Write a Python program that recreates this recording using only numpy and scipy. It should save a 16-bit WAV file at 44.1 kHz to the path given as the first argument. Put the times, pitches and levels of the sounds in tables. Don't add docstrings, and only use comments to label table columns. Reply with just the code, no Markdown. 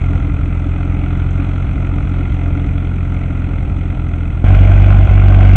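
import sys
import numpy as np
from scipy import signal
from scipy.fft import rfft, irfft, next_fast_len
from scipy.io import wavfile
from scipy.ndimage import map_coordinates

SR = 44100
rng = np.random.default_rng(int(sys.argv[2]) if len(sys.argv) > 2 else 0)


def pcm_store(signal):
    levels = np.round(np.clip(np.atleast_2d(signal), -1, 1) * 32767)
    wavfile.write(sys.argv[1], SR, levels.astype(np.int16).T)


def amplitude_ratio(level_db):
    exponent = np.asarray(level_db, float) / 20
    return 10 ** exponent


N = 245195
t = np.arange(N) / SR
# (exhaust [dB], intake [dB], blow on the hood [dB])
CYLINDERS = [(1.1, -2.4, -10), (-.7, 1.6, -3.5), (1.2, 1.1, -12), (-.5, -2, .1)]
KNOCK_GROWS = .9


def curves(rows):
    s, *columns = np.transpose(rows)
    return [np.interp(t, s, column) for column in columns]


def unit(x):
    return x / np.sqrt(np.mean(x ** 2) + 1e-20)


def filtered(x, response):
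    m = next_fast_len(N + SR // 2)
    return irfft(rfft(x, m) * response(np.fft.rfftfreq(m, 1 / SR)), m)[:N]


def shape(points):
    hz, db = np.transpose(points)
    return lambda f: amplitude_ratio(np.interp(np.log(f + 1), np.log(hz + 1), db))


def mode(f, hz, width):
    return 1j * f * width / (hz * hz - f * f + 1j * f * width)


def modes(rows):
    return lambda f: sum((-1) ** k * amplitude_ratio(db) * mode(f, hz, w) for k, (hz, w, db) in enumerate(rows))


def wobble(rate):
    knots = rng.standard_normal(int(N * rate / SR) + 4)
    return map_coordinates(knots, [t * rate])


def pulses(at, strengths, delay_s=0):
    return np.bincount(at + int(delay_s * SR), strengths, N + SR)[:N]


def firings(speed, misses):
    turns = np.cumsum(curves(speed)[0]) / SR
    miss_s, share = np.transpose(misses)
    at_miss = np.interp(miss_s, t, turns - np.interp(miss_s[0], t, turns))
    cycles = 4 * np.round(at_miss / 4)
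    turns += np.interp(t, miss_s, cycles - np.interp(miss_s, t, turns))
    at = np.flatnonzero(np.diff(np.floor(turns)))
    count = np.round(turns[at]).astype(int)
    burnt = np.ones(len(at))
    burnt[np.searchsorted(count, cycles)] = np.clip(share, 0, 1)
    return at, count % len(CYLINDERS), burnt


def sizes(cylinder, scatter_db, axis):
    habit_db = np.transpose(CYLINDERS)[axis][cylinder]
    return amplitude_ratio(habit_db + scatter_db * rng.standard_normal(len(cylinder)))


def whine():
    # (frequency [Hz], level [dB rms])
    tones = [(7794, -88), (7853, -85), (7912, -75), (7971, -82), (8029.5, -81), (8088, -78), (8147, -89),
             (8206, -91)]
    return sum(amplitude_ratio(db + 3) * np.sin(2 * np.pi * hz * t) for hz, db in tones)


def soil(lumpy_db):
    # (frequency [Hz], density [dB per Hz])
    ground = [(8, -4), (30, 3.5), (70, -1.5), (150, -1), (250, -2.5), (400, -14.5), (600, -69.5)]
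    grinding = amplitude_ratio(lumpy_db * wobble(9)) * rng.standard_normal(N)
    return unit(filtered(grinding, shape(ground)))


def hiss(at, depth_db):
    # (frequency [Hz], density [dB per Hz])
    spectrum = [(4300, -41), (4700, -14), (5100, -12.5), (6100, 1), (7000, -7), (8000, -8.5), (9200, -24),
                (10000, -32), (11500, -89)]
    tail = amplitude_ratio(-60 * t[:SR // 20] / 0.035)
    blows = pulses(at, amplitude_ratio(depth_db + 4 * rng.standard_normal(len(at))))
    swell = signal.fftconvolve(blows, tail)[:N]
    return unit(filtered((1 + swell) * rng.standard_normal(N), shape(spectrum)))


def hood(at, strengths):
    # (frequency [Hz], width [Hz])
    sheet = [(288, 32), (280, 18)]
    blows = pulses(at, strengths, delay_s=.012)
    return unit(filtered(blows, lambda f: mode(f, *sheet[0]) * mode(f, *sheet[1])))


def panel_rattle(at, panels, shared_db, depth_db, t60, own_db):
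    borders = [190, 1000, 1730, 2900, 4700]
    shake = [-7.5, -1, -2.5, 2.5]
    tail = amplitude_ratio(-60 * t[:SR // 20] / t60)
    rattle = 0
    for lo, hi, db in zip(borders, borders[1:], shake):
        size = amplitude_ratio(depth_db + db + shared_db + own_db * rng.standard_normal((2, len(at))))
        combustion = pulses(at, size[0], delay_s=.002)
        valves = pulses(at, 0.57 * size[1], delay_s=.006)
        swell = signal.fftconvolve(combustion + valves, tail)[:N]
        bursts = unit(1 + swell) * amplitude_ratio(0.63 * wobble(12)) * rng.standard_normal(N)
        rattle = rattle + filtered(bursts, lambda f: shape(panels)(f) * (f >= lo) * (f < hi))
    return unit(rattle)


def block_ping(at, shared_db, own_db):
    # (frequency [Hz], width [Hz], level [dB])
    block = [(701, 110, -3.5), (1379, 107, 2), (2063, 140, -4), (2496, 150, -6), (3350, 200, -17.5)]
    ping = 0
    for hz, width, db in block:
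        late = at + rng.integers(SR // 500, SR // 200, len(at))
        size = amplitude_ratio(db + shared_db + own_db * rng.standard_normal(len(at)))
        ping = ping + filtered(pulses(late, size), lambda f: mode(f, hz, 2 * width) ** 3)
    return unit(ping)


def knock(at, panels, depth_db, t60, scatter_db, own_db, ping_db):
    shared_db = scatter_db * rng.standard_normal(len(at))
    rattle = panel_rattle(at, panels, shared_db, depth_db, t60, own_db)
    return rattle + amplitude_ratio(ping_db) * block_ping(at, shared_db, own_db)


def intake(at, cylinder, burnt):
    # (frequency [Hz], width [Hz], level [dB])
    air_cleaner = [(40, 17, 37.5), (101, 15, 38.3), (160, 74, 28)]
    suction = 1 - .3 * np.roll(1 - burnt, 1)
    gulps = suction * sizes(cylinder, scatter_db=1, axis=1)
    return filtered(pulses(at, gulps, delay_s=.0044), modes(air_cleaner))


def exhaust(at, strengths, burnt, cold_share):
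    # (frequency [Hz], width [Hz])
    silencer = [(33.4, 38), (67, 30)]
    # (frequency [Hz], width [Hz], level re silencer [dB])
    tailpipe = [(100, 18.5, -10.4)]
    first, second = silencer
    pipe = lambda f: mode(f, *first) * mode(f, *second) - modes(tailpipe)(f)
    unburnt = pulses(at, cold_share * (1 - burnt), delay_s=.006)
    cold = filtered(unburnt, lambda f: pipe(1.02 * f))
    return filtered(pulses(at, strengths * burnt), pipe) + cold


def soft(x):
    return filtered(x, lambda f: 1 / (1 + (f / 225) ** 8))


def far_view():
    # (time [s], rate [firings per s])
    speed = [(0, 43.6), (.67, 43.4), (1.13, 44.3), (1.6, 45.5), (2.24, 44.5), (2.79, 44.4), (3.4, 43.7),
             (3.95, 42.7), (4.43, 42.3)]
    # (time [s], share of the charge that still burns [1])
    misses = [(.197, .2), (.291, .15), (.384, .02), (1.665, .25), (1.754, .02), (2.024, .02), (2.295, .02),
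              (2.662, .02), (3.486, .6), (3.578, .2), (3.671, .1), (3.944, .4), (4.322, .15)]
    # (time [s], load [dB])
    load = [(0, 2), (.6, -0.5), (1.2, 1), (1.8, 0), (2.4, 1), (3, -1), (3.6, -0.93), (4.4, -2)]
    # (frequency [Hz], density [dB per Hz])
    panels = [(200, 5), (340, 1.5), (467, -4), (720, -2.5), (1050, -12), (1370, -3.5), (1730, -18),
              (2080, -9.5), (2520, -11.5), (2770, -18.5), (3390, -20.5), (3800, -28.5), (4250, -31),
              (4700, -54.5)]
    at, cylinder, burnt = firings(speed, misses)
    load_db, = curves(load)
    gulps = intake(at, cylinder, burnt)
    puffs = amplitude_ratio(47) * exhaust(at, sizes(cylinder, scatter_db=1.2, axis=0), burnt, cold_share=.55)
    gas = amplitude_ratio(load_db) * soft(puffs + gulps)
    engine = knock(at, panels, depth_db=1, t60=0.037, scatter_db=1.6, own_db=2.6, ping_db=-9)
    engine = engine + amplitude_ratio(-32.0) * hiss(at, depth_db=4.0)
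    engine = amplitude_ratio(-33 + KNOCK_GROWS * load_db) * engine
    thumps = amplitude_ratio(-30.5 + 2.2 * load_db) * hood(at, sizes(cylinder, scatter_db=1.7, axis=2))
    rumble = amplitude_ratio(-28) * soil(lumpy_db=1.5)
    return gas + engine + thumps + rumble + whine()


def near_view():
    # (time [s], rate [firings per s])
    speed = [(4.44, 47.05), (4.8, 47.8), (5.2, 47.7), (5.56, 47.2)]
    # (time [s], share of the charge that still burns [1])
    misses = [(5.068, 0.013)]
    # (time [s], load [dB])
    load = [(4.45, -0.1), (5.2, -0.74), (5.56, 2)]
    # (frequency [Hz], density [dB per Hz])
    panels = [(200, -6.5), (340, 3.5), (476, -10), (606, 2), (756, 1.5), (943, -16.5), (1040, -5.5),
              (1310, -13.5), (1500, -3), (1750, -19.5), (2140, -8.5), (3430, -20), (3640, -29), (4700, -42)]
    at, cylinder, burnt = firings(speed, misses)
    load_db, = curves(load)
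    puffs = exhaust(at, sizes(cylinder, scatter_db=.5, axis=0), burnt, cold_share=.3)
    gas = amplitude_ratio(load_db + 55.5) * soft(puffs)
    engine = knock(at, panels, depth_db=-0.2, t60=0.039, scatter_db=2.5, own_db=2.5, ping_db=-10.5)
    engine = engine + amplitude_ratio(-34.5) * hiss(at, depth_db=0.5)
    engine = amplitude_ratio(-25 + KNOCK_GROWS * load_db) * engine
    rumble = amplitude_ratio(-24.5) * soil(lumpy_db=1.0)
    return gas + engine + rumble + amplitude_ratio(-3) * whine()


def scene():
    cut_s, fade_s, edge_s = 4.4415, 1, 0.0007
    fade = np.clip(1 - (t - cut_s) / fade_s, 0, 1)
    cut = np.clip((t - cut_s) / edge_s, 0, 1)
    return (fade * far_view() + cut * near_view())[None]


def band_limit(x):
    return signal.sosfilt(signal.butter(12, 15800, fs=SR, output="sos"), x)


def record(dry):
    top = lambda f: 1 / (1 + (f / 9600) ** 16)
    clipped = np.clip(filtered(dry[0], top), -.983, .983)
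    dulled = filtered(clipped, lambda f: .5 + .5 * top(f))
    return band_limit(dulled[None])


dry = scene()
out = record(dry)
pcm_store(out)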